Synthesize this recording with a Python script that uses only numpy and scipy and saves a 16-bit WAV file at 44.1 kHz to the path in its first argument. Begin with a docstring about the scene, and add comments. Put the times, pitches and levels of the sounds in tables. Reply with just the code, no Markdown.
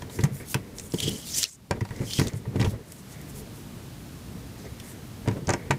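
"""Hands grip a plastic paper trimmer on a craft table from 0 s: swelling noise through its and the table's modes.
Clacks (noise cracks, ringing plastic) and thuds (decaying sines) start at once, card slides (hiss) at 0.1 s.
Edge snaps (bare cracks) join at 0.2 s; long drags at 0.9 and 1.9 s hiss and sing in a narrow noise band.
After a sparser stretch from 2.9 s, clacks and thuds crowd again near 5.3 to 5.7 s.
Room rumble and hiss lie behind throughout; their level dips and recovers, most sharply near 1.46 s."""
import sys
import numpy as np
from scipy import signal
from scipy.fft import rfft, irfft, next_fast_len
from scipy.io import wavfile
from scipy.ndimage import uniform_filter1d, map_coordinates

SR = 44100
rng = np.random.default_rng(int(sys.argv[2]) if len(sys.argv) > 2 else 0)


def inscribe(sig):
    """Save sig as 16-bit PCM at rate SR to the path in sys.argv[1].

    A 1-D sig is mono; a 2-D sig holds one channel per row.
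    Samples are clipped to [-1, 1] before scaling.
    """
    pcm = np.round(np.clip(np.atleast_2d(sig).T, -1, 1) * 32767)
    wavfile.write(sys.argv[1], SR, pcm.astype(np.int16))


N = 254898
TOP_HZ = 15600


def amp(db):
    """Amplitude ratio of a level in dB."""
    return 10 ** (np.asarray(db) / 20)


def unit(x):
    """x at unit RMS."""
    return x / np.sqrt(np.mean(x ** 2) + 1e-20)


def curves(tables):
    """One value per sample for each column, and a gate that is shut between the tables."""
    rows = np.vstack(tables)
    t = np.arange(N) / SR
    active = sum((t >= r[0][0]) & (t <= r[-1][0]) for r in tables) > 0
    columns = [np.interp(t, rows[:, 0], c) for c in rows.T[1:]]
    return columns, uniform_filter1d(1. * active, size=600)


def wobble(rate_hz):
    """Smooth random curve, rate_hz knots a second."""
    knots = rng.standard_normal(int(N * rate_hz / SR) + 4)
    return map_coordinates(knots, [np.arange(N) * rate_hz / SR])


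def filtered(x, response):
    """x times a response of frequency, real or complex."""
    m = next_fast_len(len(x) + SR // 2)
    f = np.fft.rfftfreq(m, 1 / SR) + 1  # +1 keeps f off zero
    return irfft(rfft(x, m) * response(f), m)[:len(x)]


def place(out, start_s, burst):
    """Add a burst to out at start_s."""
    out[round(start_s * SR):][:len(burst)] += burst


def fibres(grain_db, rate_hz):
    """Noise from fibres that catch and let go in uneven bursts."""
    return unit(amp(grain_db * wobble(rate_hz)) * rng.standard_normal(N))


# background level: t/s, level/dB
BACKGROUND_LEVEL = [(0, -41.5), (.2, -50), (.55, -41.5), (.62, -46.5), (1.4, -42), (1.46, -64.5),
                    (1.58, -54.5), (1.7, -53), (1.95, -43), (2.75, -49), (3.1, -42), (3.6, -41.5),
                    (5.25, -41.5), (5.4, -44.5), (5.78, -44.5)]
# room noise colour before scaling: f/Hz, relative density/dB
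ROOM_COLOUR = [(15, -40), (25, -21), (59, -2.5), (133, 0.5), (233, -4.5), (359, -11.5), (509, -17.5),
               (804, -20.5), (1200, -23), (1900, -26), (3930, -27.5), (14300, -33.5), (15500, -36)]
HISS_DIP_SHARE = 0.82  # share of the level dips that the hiss follows


def background():
    """Room rumble that swells unevenly, and a smooth hiss."""
    f, colour_db = np.transpose(ROOM_COLOUR)
    colour = lambda hz: amp(np.interp(np.log(hz), np.log(f), colour_db))
    air = unit(filtered(rng.standard_normal(N), colour))
    rumble = filtered(air, lambda hz: 1 / (1 + (hz / 500) ** 2))
    hiss = air - rumble
    level_db = curves([BACKGROUND_LEVEL])[0][0]
    top_db = level_db.max()
    dip_db = level_db - top_db
    rumble = rumble * amp(dip_db + 0.92 * wobble(12))
    return amp(top_db) * (amp(HISS_DIP_SHARE * dip_db) * hiss + rumble)


def resonances(modes):
    """Causal response of a sum of damped modes with alternating signs."""
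    def response(f):
        total = 0
        for k, (hz, db, t60_s) in enumerate(modes):
            width_hz = np.log(1000) / np.pi / t60_s
            damping = 1j * f * width_hz
            total = total + (-1) ** k * amp(db) * damping / (hz * hz - f * f + damping)
        return total
    return response


# table-top modes, t60 before stretching or damping: f/Hz, level/dB, t60/s
TABLE_MODES = [(99.4, 2, 0.055), (132.4, 4, 0.071), (192.6, -2, 0.13), (267, -3.5, 0.055),
               (351.4, -4.5, 0.064), (437.3, -5.5, 0.057)]
# trimmer modes, t60 before damping by hands: f/Hz, level/dB, t60/s
TRIMMER_MODES = [(577, 2, 0.022), (703, 2, 0.02), (858, -3.5, 0.035), (953, -2.5, 0.045), (1097, -5, 0.025),
                 (1520, -3, 0.022), (1940, 4, 0.02), (2360, -3, 0.02)]
# grips: start t/s, strongest t/s, end t/s, scuff level/dB, shake level/dB
GRIP_LEVELS = [(0, 0.25, 0.4, -49, -35.5), (0.36, 0.411, 0.46, -44.5, -39), (0.5, 0.586, 0.95, -56, -39.5),
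               (0.805, 1.077, 1.22, -50, -34), (1.297, 1.423, 1.5, -48, -50.5),
               (1.693, 1.754, 1.8, -55, -34), (1.897, 2.003, 2.15, -49, -34),
               (2.157, 2.257, 2.4, -47.5, -32), (2.39, 2.634, 2.875, -53, -32.5),
               (2.883, 2.98, 2.93, -51, -51), (3.08, 3.16, 3.34, -52, -48),
               (3.307, 3.402, 3.62, -65, -42.5), (4.3, 4.375, 4.45, -61, -45.5),
               (4.513, 4.67, 4.77, -56.5, -42.5), (4.78, 4.83, 5.1, -54, -46),
               (5.219, 5.327, 5.53, -58, -33.5), (5.443, 5.53, 5.93, -48, -36),
               (5.686, 5.742, 5.8, -41, -30)]
GRIP_EDGE_DB = -14


def hands():
    """Each grip scuffs the trimmer and shakes the table; the hands' weight damps both."""
    grips = []
    for start, top, end, scuff, shake in GRIP_LEVELS:
        edge = (scuff + GRIP_EDGE_DB, shake + GRIP_EDGE_DB)
        grips.append([(start, *edge), (top, scuff, shake), (end, *edge)])
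    (scuff_db, shake_db), active = curves(grips)
    wide = [(hz, db - 3 * np.log2(hz / 900), t60_s * 0.27) for hz, db, t60_s in TRIMMER_MODES]
    scuff = amp(scuff_db + 1.5 * wobble(30)) * unit(filtered(fibres(2.5, 200), resonances(wide)))
    held = [(hz, db, t60_s * 0.36) for hz, db, t60_s in TABLE_MODES]
    shake = amp(shake_db) * unit(filtered(fibres(3.5, 40), resonances(held)))
    return active * (scuff + shake)


def ring(modes, t, stretch=1):
    """Decaying modes at new strengths and phases for one blow."""
    draw = rng.random((len(modes), 2))
    total = 0
    for (hz, db, t60_s), (strength, phase) in zip(modes, draw):
        fade = amp(db + 5 * (strength - .5) - 60 * t / (t60_s * stretch))
        total = total + fade * np.sin(2 * np.pi * (hz * t + phase))
    return total


def crack(t, db, hz, air_db, t60_s):
    """Noise burst round its centre; longer bursts also start more softly."""
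    noise = rng.standard_normal(len(t))

    def colour(f):
        peak = np.exp(-.5 * (np.log2(f / hz) / 0.23) ** 2) + 0.49
        return peak / (1 + (1800 / f) ** 4) / (1 + (f / 9000) ** 6)

    air = unit(filtered(noise, lambda f: 1 / (1 + (9000 / f) ** 8) / f))
    fade = amp(-60 * t / t60_s) * (1 - np.exp(-t / (0.039 * t60_s)))
    return amp(db - 6.0) * fade * (unit(filtered(noise, colour)) + amp(air_db - 14) * air)


# clacks, levels before fixed offsets:
# t/s, crack level/dB, centre f/Hz, air level/dB, crack t60/s, body level/dB, body centre f/Hz
TRIMMER_CLACKS = [(0.0201, -26.5, 2600, -28, 0.024, -40, 545), (0.0962, -34.5, 3450, -16, .03, -47.5, 579),
                  (0.1875, -30, 2780, -15, .023, -33.5, 1870), (0.2364, -18, 6740, 5, 0.033, -32, 1330),
                  (0.2514, -31.5, 2820, -20, .04, -38, 937), (0.5432, -10.5, 2580, 8, 0.019, -25.5, 1040),
                  (0.9373, -30, 3180, 19, .013, -41.5, 890), (1.7095, -14, 1890, -11, 0.016, -23, 610),
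                  (1.8078, -29.5, 5460, 0, 0.027, -36, 1950), (1.8502, -32.5, 4340, -6, 0.028, -41.5, 888),
                  (1.8891, -35, 2470, -18, 0.015, -51, 872), (1.9066, -32, 2200, -17, .015, -40, 1600),
                  (2.1865, -17, 2000, -20, 0.019, -39, 600), (2.1949, -14, 5000, 6, 0.033, -27, 1550),
                  (2.2144, -23, 2320, -25, 0.04, -31, 1800), (2.4538, -46, 2550, -18, .024, -44.5, 930),
                  (2.5566, -31.5, 2600, -26, .045, -36, 600), (2.597, -24, 2820, -34, 0.071, -35.5, 1800),
                  (2.6125, -19.5, 4320, -26, 0.029, -32.5, 585),
                  (2.6254, -25.5, 2200, -27, 0.026, -33, 1900), (2.6449, -22, 2950, -34, .048, -34, 690),
                  (2.6594, -31, 2500, -14, 0.028, -35, 576), (5.258, -50, 2500, -30, .02, -40.5, 600),
                  (5.2754, -23, 2520, -35, .014, -29.5, 533), (5.2834, -20.5, 2970, -61, 0.018, -36, 950),
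                  (5.3108, -34, 2400, -26, .027, -40, 950), (5.3664, -45, 2510, -16, .022, -51, 1900),
                  (5.471, -21, 5800, -22, .02, -45, 552), (5.4814, -29, 2200, -26, .012, -35, 584),
                  (5.4909, -14.5, 7400, -30, 0.023, -21, 605), (5.5044, -10, 6100, -37, 0.011, -26, 870),
                  (5.5254, -29, 2820, -30, 0.033, -38, 875), (5.5358, -13, 6440, -27, 0.016, -25, 910),
                  (5.7069, -12.5, 2100, -34, 0.032, -19, 1150)]


def clacks():
    """A crack, plus trimmer modes and rattle, strongest near the body centre."""
    out, t = np.zeros(N + SR), np.arange(SR // 8) / SR
    for start_s, *burst, body_db, body_hz in TRIMMER_CLACKS:
        focus_db = lambda f: -6 * np.log2(f / body_hz) ** 2
        near = [(hz, db + focus_db(hz), t60_s) for hz, db, t60_s in TRIMMER_MODES]

        def band(f):
            notch = 1 - 0.49 / (1 + ((f - 1300) / 220) ** 2)
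            return amp(0.2 * focus_db(f)) / (1 + (f / 2500) ** 6) / (1 + (500 / f) ** 4) * notch

        rattle = unit(filtered(rng.standard_normal(len(t)), band)) * amp(-60 * t / 0.06)
        body = (ring(near, t) + 0.58 * rattle) * (1 - np.exp(-t / 0.0019))
        place(out, start_s, crack(t, *burst) + amp(body_db + 6) * body)
    return out[:N]


def walls(x):
    """Short, dull room answer: x convolved with decaying noise, 200 samples late."""
    t = np.arange(SR // 4) / SR
    decay = rng.standard_normal(len(t)) * amp(-60 * t / 0.11)
    tail = filtered(decay, lambda f: 1 / (1 + f / 3000))
    return signal.fftconvolve(x, np.pad(tail / np.linalg.norm(tail), (200, 0)))[:N]


# table knocks, levels before fixed offsets: t/s, level/dB, f/Hz, upper-mode level/dB, t60/s
TABLE_THUDS = [(0.021, -30, 136, -11, 0.24), (0.188, -16.5, 103, -6.5, 0.14), (0.232, -6, 152, -23, 0.12),
               (0.308, -24, 139, -30, 0.23), (0.548, -16, 137, -7, 0.14), (0.938, -15, 164, -1, 0.081),
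               (1.028, -22.5, 151.7, -11.5, 0.3), (1.076, -15, 206, -6.5, 0.096),
               (1.129, -26, 229, -9, 0.13), (1.709, -10.5, 100, -10.5, 0.085),
               (1.813, -14.5, 104, -12.5, 0.12), (1.908, -21, 124, -20, 0.07),
               (2.003, -16.5, 111, -15.5, 0.21), (2.188, -10, 131, -5.5, 0.095),
               (2.209, -10.5, 97, -5.5, 0.11), (2.337, -22.5, 110, -41, 0.3),
               (2.465, -18.5, 105, -20, 0.23), (2.553, -15, 91.5, -9, 0.23),
               (2.597, -14, 115.7, -12.5, 0.39), (2.643, -17, 89, -7, 0.17), (2.675, -10, 99, -24, 0.1),
               (5.275, -13, 109.1, -9.5, 0.21), (5.367, -21.5, 112, -7, 0.071),
               (5.418, -22, 133, -15, 0.13), (5.475, -15.5, 96, -12, 0.18), (5.499, -14.5, 350, -3.5, 0.11),
               (5.534, -19, 135, -7.5, 0.2), (5.701, -18, 141, -7.5, 0.27)]


def thuds():
    """Soft push: the spot's own tone and the table's modes build over a few ms, then decay."""
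    out, t = np.zeros(N + SR), np.arange(SR // 3) / SR
    for start_s, db, hz, upper_db, t60_s in TABLE_THUDS:
        own = amp(-60 * t / t60_s) * np.sin(2 * np.pi * hz * t)
        lower = 0.49 * ring(TABLE_MODES[:3], t, t60_s / 0.089)
        upper = amp(upper_db + 7.5) * ring(TABLE_MODES[3:], t, t60_s / 0.097)
        place(out, start_s, amp(db - 4) * (own + lower + upper) * (1 - np.exp(-t / 0.0033)))
    return out[:N]


def stroke(start, length, first_db, last_db, rise, fall, edge_db):
    """(t/s, level/dB) corners of a stroke: rise, glide, fall."""
    end = start + length
    return [(start, first_db + edge_db), (start + rise, first_db),
            (end - fall, last_db), (end, last_db + edge_db)]


PATCHY_DB = 2  # RMS unevenness over pitch and time


def hump(x, centre_hz, octaves, skirt_db):
    """x through a patchy resonance of moving centre and spread, its gain levelled per frame."""
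    hz, t, z = signal.stft(x, SR, nperseg=256)
    now, hz = np.minimum((t * SR).astype(int), N - 1), hz[:, None] + 1
    skirt = amp(skirt_db[now]) / (1 + (2300 / hz) ** 4) / (1 + (hz / 9000) ** 4)
    patches = uniform_filter1d(rng.standard_normal(z.shape), size=4, axis=0)
    patches = unit(uniform_filter1d(patches, size=7, axis=1))
    distance = np.log2(hz / centre_hz[now]) / np.maximum(octaves[now], .03)
    gain = np.exp(-.5 * distance ** 2) + skirt
    gain /= np.sqrt(np.mean(gain[hz[:, 0] < TOP_HZ] ** 2, axis=0))
    shaped = z * gain * amp(PATCHY_DB * patches)
    return unit(signal.istft(shaped, SR, nperseg=256)[1][:N])


# short card slides:
# start t/s, length/s, first level/dB, last level/dB, centre f/Hz, spread/octaves, air level/dB
SHORT_SLIDES = [(0.096, 0.2, -46.5, -54, 7460, 0.6, -14), (0.318, 0.12, -48.5, -51, 9800, 0.53, -10),
                (0.449, 0.1, -44.5, -39, 9500, 0.68, -15), (0.747, 0.15, -50, -51, 8000, 0.3, -5),
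                (1.455, 0.11, -46, -47.5, 7040, 0.27, -15), (2.327, 0.072, -58, -48.5, 8140, 0.29, -9),
                (2.549, 0.19, -57, -50.5, 5630, 0.79, -5), (2.85, 0.18, -57, -57, 8350, 0.4, -10),
                (3.083, 0.072, -50, -48, 7680, 0.54, -24), (3.27, 0.06, -50, -50, 9000, .45, -11),
                (3.334, 0.093, -50, -48.5, 8300, 0.5, -7), (3.53, 0.12, -57, -62, 8000, .55, -3),
                (4.563, 0.12, -55.5, -57, 5800, .4, -15), (4.812, .14, -52, -50, 8300, .37, -10)]
# two long drags of a strip, a list each: t/s, level/dB, centre f/Hz, spread/octaves
LONG_DRAGS = [
    [(.9, -51, 8600, 0.31), (.99, -42, 6500, .48), (1.07, -46, 6300, 0.57), (1.18, -42, 7000, 0.43),
     (1.24, -50, 7000, 0.43), (1.275, -37, 6200, 0.77), (1.335, -38, 6000, .3), (1.385, -24.5, 6850, .4),
     (1.405, -32, 6450, .42), (1.432, -29.5, 6340, 0.39), (1.447, -48, 6500, .48)],
    [(1.87, -73, 5000, 0.41), (1.958, -60, 6250, 0.25), (2.05, -49.5, 6800, 0.42), (2.132, -38, 5170, 0.54),
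     (2.184, -39, 5650, 0.37), (2.24, -43.5, 5040, .42), (2.318, -62, 6480, 0.53)],
]
SLIDE_RISE_S, SLIDE_FALL_S, SLIDE_EDGE_DB = 0.03, 0.028, -12.5
DRAG_AIR_DB = -11  # relative to the drag's hiss


def sliding():
    """Card hisses on the mat in uneven catches; a broader hiss has a stronger skirt."""
    tables = [[(*p, DRAG_AIR_DB) for p in drag] for drag in LONG_DRAGS]
    for row in SHORT_SLIDES:
        corners = stroke(*row[:4], SLIDE_RISE_S, SLIDE_FALL_S, SLIDE_EDGE_DB)
        tables.append([(*p, *row[4:]) for p in corners])
    (hiss_db, centre_hz, octaves, air_db), active = curves(sorted(tables))
    grain = fibres(1.66, 700)
    air = unit(filtered(grain, lambda f: 1 / (1 + (10000 / f) ** 8) / f))
    body = hump(grain, centre_hz, octaves, -15 + 17 * octaves)
    return active * amp(hiss_db + 1.2 * wobble(45)) * (body + amp(air_db) * air)


# card-edge snaps, levels before fixed offsets: t/s, level/dB, centre f/Hz, air level/dB, t60/s
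EDGE_SNAPS = [(0.2064, -29, 4040, 1, 0.046), (0.784, -17.5, 6030, -15, 0.014),
              (0.7966, -18.5, 7000, -17, 0.015), (0.9207, -24, 5900, -20, 0.013),
              (1.0016, -12.5, 3170, 4, 0.023), (1.0914, -23, 6700, 14, 0.023),
              (1.4226, -15, 7980, -15, 0.014), (1.4294, -6.5, 4600, -10, 0.023),
              (1.44, 0.5, 5500, -4, 0.0044), (1.457, -28, 7600, 5, .012), (1.9625, -30.5, 6190, -20, 0.018),
              (1.9925, -35, 2890, -20, .013), (2.1075, -21, 3190, -9, 0.017),
              (2.134, -13.5, 4700, -20, 0.017), (2.2702, -19.5, 4370, 3, 0.025),
              (2.2815, -20.5, 7650, -18, .02), (2.3334, -29.5, 6500, -19, .012),
              (2.9204, -28, 8800, 11, 0.016), (3.2136, -36, 8000, 14, 0.017),
              (4.799, -27.5, 2670, 3, 0.028)]


def snaps():
    """Card edges snap: bare cracks, no body."""
    out, t = np.zeros(N + SR), np.arange(SR // 8) / SR
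    for start_s, *burst in EDGE_SNAPS:
        place(out, start_s, crack(t, *burst))
    return out[:N]


# singing card edge: start t/s, length/s, first level/dB, last level/dB, first f/Hz, last f/Hz
EDGE_SINGING = [(0.934, 0.023, -30.5, -42, 3180, 3180), (0.976, 0.029, -33.5, -36, 3180, 3180),
                (1.017, 0.086, -30, -33, 3180, 3170), (1.09, 0.19, -43, -53, 3100, 3120),
                (1.255, 0.054, -39, -47, 3070, 4070), (1.327, 0.035, -34, -31, 4870, 6300),
                (1.366, 0.097, -36.5, -41, 3100, 2820), (2.061, 0.14, -45, -37.5, 3170, 3230)]
SING_EDGE_S, SING_EDGE_DB = 0.011, -17


def singing():
    """The dragged edge rings in a narrow, broken band; its pitch may glide within a stroke."""
    strokes = []
    for *row, first_hz, last_hz in EDGE_SINGING:
        start, length = row[:2]
        slope = (last_hz - first_hz) / length
        corners = stroke(*row, SING_EDGE_S, SING_EDGE_S, SING_EDGE_DB)
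        strokes.append([(s, db, first_hz + slope * (s - start)) for s, db in corners])
    (level_db, hz), active = curves(strokes)
    band = hump(fibres(0.9, 300), hz, np.full(N, .08), np.full(N, -12.5))
    return active * amp(level_db + 2.6 * wobble(60.03)) * band


def scene():
    """Sum of all layers; only clacks and snaps excite the walls."""
    hits = clacks() + snaps()
    room = amp(-14.0) * walls(hits)
    return (background() + hands() + hits + room + thuds() + sliding() + singing())[None]


def record(dry):
    """Band limit: nothing passes from TOP_HZ up."""
    return filtered(dry[0], lambda hz: hz < TOP_HZ)[None]


dry = scene()
out = record(dry)
inscribe(out)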